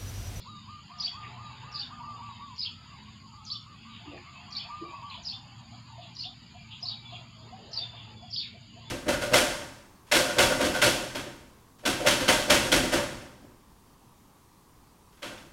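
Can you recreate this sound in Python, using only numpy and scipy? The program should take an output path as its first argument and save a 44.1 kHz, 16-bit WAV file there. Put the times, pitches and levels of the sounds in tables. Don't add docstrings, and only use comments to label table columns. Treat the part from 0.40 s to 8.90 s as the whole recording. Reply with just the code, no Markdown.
import sys
import numpy as np
from scipy import signal
from scipy.fft import rfft, irfft
from scipy.io import wavfile
from scipy.ndimage import uniform_filter1d

SR = 44100
rng = np.random.default_rng(int(sys.argv[2]) if len(sys.argv) > 2 else 0)


def waveform_to_disk(signal):
    frames = np.transpose(np.atleast_2d(signal))
    scaled = np.clip(frames, -1, 1) * 32767
    samples = np.round(scaled).astype(np.int16)
    wavfile.write(sys.argv[1], SR, samples)


def rack_gain(trim_db):
    fader = np.asarray(trim_db, float)
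    return 10 ** (fader / 20)


N = 374850


def line(rows):
    s, *columns = np.transpose(rows)
    return [np.interp(np.arange(N) / SR, s, c) for c in columns]


def unit(x):
    return x / np.sqrt(np.mean(x ** 2))


def add(out, s, x):
    i = int(s * SR)
    out[i:i + len(x)] += x[:N - i]


def walk(rate, size=N):
    hold = max(int(SR / rate), 2)
    steps = np.repeat(rng.standard_normal(size // hold + 1), hold)
    return 1.262 * uniform_filter1d(uniform_filter1d(steps, hold), hold)[:size]


def shaped(gain):
    spectrum = rfft(rng.standard_normal(N))
    return unit(irfft(spectrum * gain(np.arange(N // 2 + 1) * SR / N + 1), N))


def band(hz, width_hz):
    return shaped(lambda f: np.exp(-((f - hz) / (.6 * width_hz)) ** 4))


def echoes(x, wet_db, t60, density):
    t = np.arange(int(.6 * SR)) / SR
    chance = rng.random(len(t))
    reflected = (chance < density / SR) * rng.standard_normal(len(t))
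    tail = reflected * 1000. ** (-t / t60) * (t > .002)
    tail *= rack_gain(wet_db) / np.sqrt(np.sum(tail ** 2))
    tail[0] = 1
    return signal.fftconvolve(x, tail) / np.sqrt(np.sum(tail ** 2))


def tone(hz):
    return np.sqrt(2) * np.sin(2 * np.pi * np.cumsum(hz) / SR)


def whistles(rows, turn, flutter_db, wet_db, t60, waver=0.0029, fade_db=-3):
    out = np.zeros(N)
    for start, length, first, top, last, db in rows:
        u = np.linspace(0, 1, int(length * SR))
        up = np.clip(u / turn, 0, 1)
        down = np.clip((u - turn) / (1 - turn), 0, 1)
        pitch = first + (top - first) * np.sin(up * np.pi / 2) + (last - top) * down ** 1.517
        pitch *= 1 + waver * walk(70.5, size=30000)[:len(u)]
        swell = np.clip(np.minimum(u, 1 - u) * length / 0.0041, 0, 1)
        level_db = db + fade_db * down + flutter_db * walk(62.0, size=30000)[:len(u)]
        add(out, start, rack_gain(level_db) * swell * tone(pitch))
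    return echoes(out, wet_db, t60, density=3000)[:N]


def chatter(low_hz, high_hz, length, glide, count):
    out, u = np.zeros(N), np.linspace(0, 1, int(length * SR))
    for when, place, slope, size in rng.random((count, 4)):
        pitch = low_hz * (high_hz / low_hz) ** place * (1 + glide * (2 * slope - 1) * u)
        add(out, when * N / SR, rack_gain(3 * size) * np.sin(np.pi * u) * tone(pitch))
    return unit(echoes(out, wet_db=1.5, t60=0.45, density=3000)[:N])


# (f/Hz, level/dB per Hz)
FIELD_SPECTRUM = [(15, -48), (25, -16), (106, 1.5), (220, -7), (346, -19.5), (508, -31.5), (1020, -14),
                  (1760, -28.5), (2840, -14.5), (3990, -24), (4670, -19.5), (5000, -32.5), (5600, -50),
                  (7280, -63.5), (12300, -120)]
# (t/s, far bird level/dB, breeze level/dB)
CHORUS_COURSE = [(0.0, -60.5, -70.5), (0.4, -57.5, -79.5), (0.92, -50.5, -74), (1.35, -54.5, -60.5),
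                 (1.8, -50.5, -78), (2.1, -58, -65), (2.45, -55.5, -79), (2.9, -59.5, -75),
                 (3.5, -58.5, -76.5), (3.8, -53, -84), (4.8, -55.5, -75), (5.45, -53.5, -85),
                 (6.15, -61, -76.5), (6.6, -55, -73.5), (7.3, -55, -61), (7.75, -54.5, -67),
                 (8.05, -75.5, -72.5), (8.5, -56.5, -63.5)]
# (f/Hz, width/Hz, level/dB)
INSECT_BANDS = [
    (4756, 540, -63),
    (6938, 760, -68),
    (8100, 810, -94),
    (10700, 1300, -90.5),
]


def field():
    hz, db = np.transpose(FIELD_SPECTRUM)
    out = rack_gain(-48) * shaped(lambda f: rack_gain(np.interp(np.log(f), np.log(hz), db, right=-150)))
    low_db, rustle_db = line(CHORUS_COURSE)
    high_db = -56.5 + 0.27 * (low_db - low_db.mean()) + 1.8 * walk(5)
    out += rack_gain(rustle_db - 2.5 + 4.0 * walk(15)) * band(369, 570)
    low_notes = chatter(800, 1290, length=0.089, glide=0.099, count=400)
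    out += rack_gain(low_db - 5) * (0.89 * low_notes + 1.08 * band(997, 630))
    high_notes = chatter(2300, 4200, length=0.0498, glide=0.23, count=700)
    out += rack_gain(high_db - 0.5) * (0.56 * high_notes + 0.75 * band(2510, 2200))
    for centre, width, level_db in INSECT_BANDS:
        out += rack_gain(level_db + 0.5 * walk(3.6) + 1.45 * walk(90)) * band(centre, width)
    hiss = shaped(lambda f: (f > 5000) * (7000 / f) ** 1.64)
    return out + rack_gain(-80.5) * hiss


# (t/s, firing rate f/Hz, level/dB)
ENGINE_REVS = [(0.0, 113, -57.5), (0.4, 100, -56), (0.8, 116.6, -53.5), (1.32, 123.5, -48.5),
               (1.9, 114, -54), (2.3, 105, -65), (2.85, 109, -62.5), (3.36, 113, -49), (3.5, 110, -61),
               (4.3, 93, -65.5), (4.55, 80, -57.5), (4.99, 115, -53), (5.73, 118, -50), (6.0, 119, -68),
               (6.25, 110, -55), (6.91, 119, -48), (7.7, 109.6, -56), (8.5, 114.8, -50)]


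def engine():
    hz, db = line(ENGINE_REVS)
    hz = hz * (1 + 0.0246 * walk(25))
    second_db = -60 - 0.03 * (db - db.mean())
    first = rack_gain(db + 2.5 * walk(7.8)) * tone(hz)
    return first + rack_gain(second_db + 3.33 * walk(7)) * tone(2 * hz)


# (from t/s, to t/s, rasp rate f/Hz, centre f/Hz, width/Hz, level/dB)
KATYDID_SONG = (2.3, 6.15, 8.6, 8800, 900, -88)


def katydid():
    start, end, rate, hz, width_hz, db = KATYDID_SONG
    t = np.arange(N) / SR
    beat = np.sin(np.pi * np.cumsum(rate * (1 + .04 * walk(2))) / SR) ** 2
    fade = np.clip(np.minimum(t - start, end - t) / .2, 0, 1)
    return rack_gain(db) * beat * fade * band(hz, width_hz)


# (from t/s, to t/s, pulse rate f/Hz, start f/Hz, end f/Hz, level/dB)
CRICKET_SONG = (0.02, 8.45, 21.8, 4350, 5050, -60)


def cricket():
    start, end, rate, low, high, db = CRICKET_SONG
    out, u = np.zeros(N), np.linspace(0, 1, int(.015 * SR))
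    for s in np.arange(start, end, 1 / rate):
        stroke = np.sin(np.pi * u) * tone(low + (high - low) * u)
        add(out, s, rack_gain(db + 1.8 * rng.standard_normal()) * stroke)
    return rack_gain(1.5 * walk(1.5)) * echoes(out, wet_db=-7, t60=.15, density=1700)[:N]


# (t/s, length/s, centre f/Hz, width/Hz, level/dB)
LEAF_STIRS = [(0.804, 0.15, 403, 149, -63.5), (1.152, 0.51, 1540, 456, -59.5),
              (1.723, 0.087, 434, 200, -64), (2.584, 0.035, 550, 298, -63), (2.812, 0.042, 416, 202, -67.5),
              (3.708, 0.099, 585, 402, -54), (4.422, 0.072, 630, 252, -58), (7.177, .12, 470, 396, -56.5),
              (7.373, 0.074, 506, 403, -59), (8.132, 0.046, 486, 396, -60.5)]


def stirs():
    out = np.zeros(N)
    for start, length, hz, width_hz, db in LEAF_STIRS:
        u = np.linspace(0, 1, int(length * SR))
        level = rack_gain(db + 1.5 * walk(60, size=30000)[:len(u)])
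        add(out, start, level * np.sin(np.pi * u) ** 0.37 * band(hz, width_hz)[:len(u)])
    return out


# (t/s, level/dB, ring f/Hz, second ring f/Hz, t60/s)
HOLLOW_KNOCKS = [
    (3.658, -47, 292.5, 346, 0.28),
    (3.728, -55, 356, 292, 0.18),
    (4.412, -38, 334, 429, 0.099),
    (4.439, -55, 359, 441, 0.11),
]


def knocks():
    out, t = np.zeros(N), np.arange(int(.3 * SR)) / SR
    for start, db, low, high, t60 in HOLLOW_KNOCKS:
        ring = np.sin(2 * np.pi * low * t) + 0.3 * np.sin(2 * np.pi * high * t)
        add(out, start, rack_gain(db + 11.0) * ring * (1 - np.exp(-t / 0.0049)) * 1000. ** (-t / t60))
    return echoes(out, wet_db=6.0, t60=0.21, density=800)[:N]


# (t/s, peak level/dB, f/Hz)
BARBET_HOOTS = [(3.608, -54.5, 703), (4.247, -51, 700), (4.514, -50.5, 660), (4.776, -49, 685),
                (5.054, -56, 650), (5.327, -50.5, 723), (5.583, -42.5, 698), (5.854, -47, 731),
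                (6.148, -49, 712), (6.428, -47, 708), (6.724, -43.5, 708), (7.127, -44, 752),
                (7.296, -48.5, 668), (7.409, -49.5, 715), (7.535, -48.5, 693), (7.826, -46, 716),
                (8.147, -50, 690), (8.367, -48.5, 700)]


def barbet():
    out, t = np.zeros(N), np.arange(int(.09 * SR)) / SR
    swell = (1 - np.exp(-t / 0.0053)) * np.exp(-(t / 0.025) ** 2)
    swing = 1.06 - 0.18 * np.exp(-t / 0.014)
    for start, db, hz in BARBET_HOOTS:
        add(out, start - .004, rack_gain(db + 2.5) * swell * tone(hz * swing))
    return echoes(out, wet_db=1, t60=.4, density=1500)[:N]


# (t/s, length/s, top f/Hz, bottom f/Hz,
# level/dB)
HARSH_CHACKS = [(0, 0.03, 4600, 3010, -53), (0.816, 0.05, 3200, 1900, -48), (.875, .012, 3600, 2300, -50),
                (3.535, 0.055, 3500, 2200, -53), (3.655, .1, 2900, 2500, -56),
                (3.768, 0.014, 2900, 1600, -49), (4.698, .055, 4300, 2550, -44.5),
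                (5.614, 0.054, 4070, 2675, -50.5), (6.306, 0.045, 3600, 2700, -46.5),
                (6.69, .09, 3800, 2630, -49.5), (7.539, 0.13, 3500, 2730, -54),
                (7.994, .05, 4190, 2685, -43), (8.037, 0.04, 2700, 2230, -52.5)]


def chacks():
    out = np.zeros(N)
    for start, length, top, bottom, db in HARSH_CHACKS:
        u = np.linspace(0, 1, int(length * SR))
        fall = (top + bottom) / 2 + .55 * (top - bottom) * (.5 - u)
        pitch = fall * (1 + .14 * walk(700, size=9000)[:len(u)])
        strokes = unit(rack_gain(4.0 * walk(300, size=9000)[:len(u)]))
        add(out, start, rack_gain(db + 3.0) * strokes * np.sin(np.pi * u) ** 0.2 * tone(pitch))
    return echoes(out, wet_db=4.5, t60=.35, density=2500)[:N]


# (t/s, length/s, level/dB)
SEEP_CALLS = [(0.08, .16, -56.5), (1.051, 0.16, -58.5), (1.884, .2, -60), (2.551, 0.19, -64),
              (3.496, .13, -59.5), (5.49, 0.087, -61.5)]
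# (start f/Hz, middle f/Hz, end f/Hz)
SEEP_PITCH = (3940, 3760, 3560)
# (t/s, length/s, start f/Hz, end f/Hz, level/dB)
SLURS = [(1.111, .06, 3110, 3560, -62.5), (1.227, 0.064, 3500, 4420, -63), (3.87, 0.033, 2080, 2290, -55.5),
         (3.938, 0.092, 2463, 2875, -54.5), (4.146, 0.036, 2326, 2330, -51),
         (4.205, 0.068, 2340, 2766, -51), (4.447, 0.049, 2343, 2377, -53), (4.497, .073, 2430, 2663, -52),
         (4.618, 0.07, 2825, 3280, -58), (6.099, 0.17, 2456, 2304, -60.5), (6.521, 0.2, 2384, 2274, -62),
         (6.651, 0.053, 3490, 3440, -50), (6.923, 0.13, 3000, 3760, -61), (7.41, 0.054, 3530, 3602, -42),
         (7.475, 0.026, 3580, 3530, -49.5), (7.76, 0.15, 3480, 3240, -55), (8.249, 0.18, 2650, 3350, -60.5),
         (8.40, .07, 2600, 3200, -59.5), (8.45, .05, 3465, 3490, -53)]
# (t/s, length/s, f/Hz, level/dB)
DISTANT_NOTES = [(0, 0.066, 1275, -62), (0.502, 0.23, 711.5, -60.5), (0.904, 0.15, 707, -61),
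                 (1.05, 0.28, 868, -61), (2.306, 0.17, 1283, -63), (2.402, 0.28, 960, -66.5),
                 (2.852, 0.25, 882, -61.5), (2.853, 0.58, 1251, -61.5), (3.304, 0.34, 871, -71),
                 (3.95, 0.17, 721, -64.5), (4.897, 0.08, 775, -58.5), (4.902, 0.15, 1010, -61),
                 (5.016, 0.19, 936, -74.5), (5.05, 0.67, 820, -72), (5.5, 0.12, 1228, -61.5),
                 (5.553, 0.376, 1047, -72), (5.98, 0.027, 1227, -55), (6.211, 0.15, 1234, -62.5),
                 (6.25, 0.27, 888, -61), (6.466, 0.07, 1211, -59.5), (6.448, 0.055, 1023, -60.5),
                 (6.716, 0.071, 1235, -62), (6.778, 0.26, 654, -65.5), (6.798, 0.36, 950, -71.5),
                 (7.284, 0.12, 1253, -64), (7.33, 0.21, 1012, -68.5), (7.546, 0.32, 863, -63.5),
                 (8.328, 0.084, 1032, -62.5)]


def songbirds():
    midway = .42
    rows = [(s, length, *SEEP_PITCH, db) for s, length, db in SEEP_CALLS]
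    rows += [(s, length, first, first + midway * (last - first), last, db)
             for s, length, first, last, db in SLURS]
    held = [(s, length, hz, hz, .98 * hz, db) for s, length, hz, db in DISTANT_NOTES]
    thin = whistles(rows, turn=.52, flutter_db=1.7, wet_db=-2.5, t60=0.9, waver=0.0054, fade_db=0.5)
    faint = whistles(held, turn=0.33, flutter_db=2.5, wet_db=-1.5, t60=0.36, waver=0.01945, fade_db=-0.5)
    return thin + faint


# (t/s, length/s, level/dB)
NEAR_ARCHES = [(0.059, 0.14, -48.5), (0.272, 0.13, -48), (0.499, 0.15, -47.5), (.73, 0.18, -48.5),
               (.97, .16, -48), (1.23, 0.19, -49), (1.503, 0.11, -46.5)]
# (t/s, length/s, crest f/Hz, end f/Hz, level/dB)
FLOURISH_NOTES = [(1.63, 0.16, 1196, 1119, -43), (1.817, 0.12, 1172, 1070, -46.5),
                  (2.006, 0.14, 1161, 907, -44), (4.30, 0.15, 1212, 1194, -43),
                  (4.435, 0.11, 1153, 1070, -47), (4.535, .071, 1145, 1036, -45.5),
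                  (4.631, .13, 1166, 936, -43)]
# (t/s, level/dB)
GRACE_NOTES = [(1.60, -41.5), (1.788, -44), (1.805, -46.5), (1.888, -43.5), (1.993, -47.5), (4.287, -41),
               (4.523, -45), (4.619, -44)]
# (t/s, length/s, crest f/Hz, level/dB)
FAR_ARCHES = [(2.489, 0.072, 1165, -55), (2.677, 0.018, 1097, -53), (2.745, 0.027, 1100, -52),
              (2.834, 0.037, 1101, -50.5), (2.93, .088, 1214, -53), (3.09, 0.095, 1220, -55),
              (3.26, .10, 1222, -55.5), (3.45, 0.11, 1222, -54), (3.652, .105, 1235, -55.5),
              (3.85, .13, 1203, -53.5), (4.08, .11, 1212, -56.5)]


def cuckoos():
    crest_hz, sag_hz_s = 1228, 502
    far_sag_hz_s = 1465
    grace_s, grace_hz = 0.033, 956.6
    near = [(s, length, 905, crest_hz, crest_hz - sag_hz_s * length, db) for s, length, db in NEAR_ARCHES]
    near += [(s, length, 0.94 * crest, crest, end, db) for s, length, crest, end, db in FLOURISH_NOTES]
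    near += [(s, grace_s, 0.947 * grace_hz, grace_hz, 0.984 * grace_hz, db) for s, db in GRACE_NOTES]
    far = [(s, length, 1030, crest, crest - far_sag_hz_s * length, db)
           for s, length, crest, db in FAR_ARCHES]
    out = whistles(near, turn=.3, flutter_db=2, wet_db=-7, t60=.45, waver=.003, fade_db=-4)
    return out + whistles(far, turn=.45, flutter_db=1.2, wet_db=-8, t60=.5, fade_db=0)


def warble(dip, loudest, crest_hz, db):
    scoop_s, swell_s, release_s = 0.0159, .007, 0.0239
    dip_db = -11
    t = np.arange(dip, loudest + release_s, 1 / SR)

    def chance(rate):
        return walk(rate, size=3000)[:len(t)]

    corners = [dip, min(dip + scoop_s, loudest), loudest + swell_s, loudest + release_s]
    bend = np.interp(t, corners, [.86, 1, 1, .9])
    swell = np.exp(-((t - loudest) / swell_s) ** 2)
    roughness = .035 - .028 * swell
    pitch = crest_hz * uniform_filter1d(bend, size=150) * (1 + roughness * chance(700))
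    edges = np.clip(np.minimum((t - dip) / 0.0032, (t[-1] - t) / .008), 0, 1)
    voice = rack_gain(dip_db * (1 - swell) + 2.57 * chance(310)) * tone(pitch)
    rasp = rack_gain(dip_db + 1.5 + 4.0 * chance(400)) * tone(pitch * (1 + .1 * chance(700)))
    second = rack_gain(-50) * tone(2 * pitch * (1 + 0.018 * chance(900)))
    third = rack_gain(-48.5) * (pitch / 5000) ** 3 * tone(3 * pitch * (1 + .025 * chance(900)))
    return rack_gain(db - 2.0) * edges * (voice + rasp + second + third)


# (dip t/s, loudest t/s, crest f/Hz, level/dB)
SPARROW_WARBLES = [(0.595, 0.608, 4990, -29.5), (0.624, 0.65, 4600, -26), (.664, 0.682, 3340, -34.5),
                   (1.338, 1.354, 4980, -31), (1.376, 1.398, 4564, -29), (1.414, 1.434, 3634, -37),
                   (2.178, 2.197, 4950, -32), (2.213, 2.232, 4460, -27), (2.248, 2.265, 3344, -30.5),
                   (3.06, 3.086, 4940, -36.5), (3.100, 3.12, 4540, -27.5), (3.138, 3.159, 3524, -37),
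                   (4.12, 4.128, 4730, -38.5), (4.149, 4.17, 4517, -29), (4.185, 4.209, 3423, -35),
                   (4.847, 4.871, 4996, -31), (4.884, 4.898, 4570, -31), (4.919, 4.943, 3550, -37),
                   (5.76, 5.797, 5000, -35), (5.795, 5.817, 4533, -31), (5.838, 5.857, 3590, -33.5),
                   (6.423, 6.431, 5160, -35), (6.453, 6.486, 4520, -29.5), (6.497, 6.523, 3850, -34),
                   (7.330, 7.34, 5150, -31.5), (7.358, 7.376, 4555, -27), (7.398, 7.421, 3588, -36.5),
                   (7.925, 7.94, 4930, -28.5), (7.958, 7.982, 4540, -26.5), (7.998, 8.017, 3700, -35)]
# (t/s, top f/Hz, level/dB)
OPENING_SLIDES = [(.578, 5890, -51.5), (1.316, 5580, -51), (2.159, 6400, -58.5), (3.041, 7600, -57.5),
                  (4.106, 5830, -53.5), (4.818, 7400, -59.5), (5.746, 5900, -55.5), (6.404, 6320, -57.5),
                  (7.312, 5800, -53.5), (7.900, 5320, -46.5)]


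def sparrow():
    out = np.zeros(N)
    slide_end_hz, slide_rise_db = 5000, 5.5
    for (start, top_hz, db), warbles in zip(OPENING_SLIDES, np.reshape(SPARROW_WARBLES, (-1, 3, 4))):
        voice = np.zeros(int(.16 * SR))
        u = np.linspace(0, 1, int((warbles[0, 0] + .005 - start) * SR))
        pitch = (top_hz + (slide_end_hz - top_hz) * u) * (1 + .05 * walk(900, size=3000)[:len(u)])
        level = rack_gain(db + slide_rise_db * u + 5.3 * walk(414, size=3000)[:len(u)])
        add(voice, 0, level * np.sin(np.pi * u) * tone(pitch))
        for row in warbles:
            add(voice, row[0] - start, warble(*row))
        add(out, start, echoes(voice, wet_db=-1.4, t60=0.28, density=2500))
    return out


def scene():
    background = field() + engine() + katydid() + cricket() + stirs() + knocks()
    birds = barbet() + chacks() + songbirds() + cuckoos() + sparrow()
    return (background + birds)[None]


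def roll_off(x):
    return signal.sosfilt(signal.butter(12, 15600, fs=SR, output="sos"), x)


def record(dry):
    dry = signal.sosfilt(signal.butter(2, 48, "high", fs=SR, output="sos"), dry)
    dry = np.pad(dry, ((0, 0), (0, 2048)), mode="reflect")
    hz, _, cells = signal.stft(dry, SR, nperseg=1024, noverlap=768, boundary="even", padded=True)
    power = uniform_filter1d(uniform_filter1d(abs(cells) ** 2, size=9, axis=2), size=3, axis=1)
    floor = np.median(power, axis=2, keepdims=True)
    strength = np.interp(hz, [200, 350, 2500, 4500], [0.043, 0.41, 0.51, 0.19])[:, None]
    bass_cut = rack_gain(np.interp(hz, [180, 330], [-3, 0]))[:, None]
    gain = bass_cut * np.maximum(1 - strength * floor / power, rack_gain(-11.5))
    quiet = signal.istft(cells * gain, SR, nperseg=1024, noverlap=768)[1][:, :N]
    return roll_off(quiet)


dry = scene()
out = record(dry)
waveform_to_disk(out)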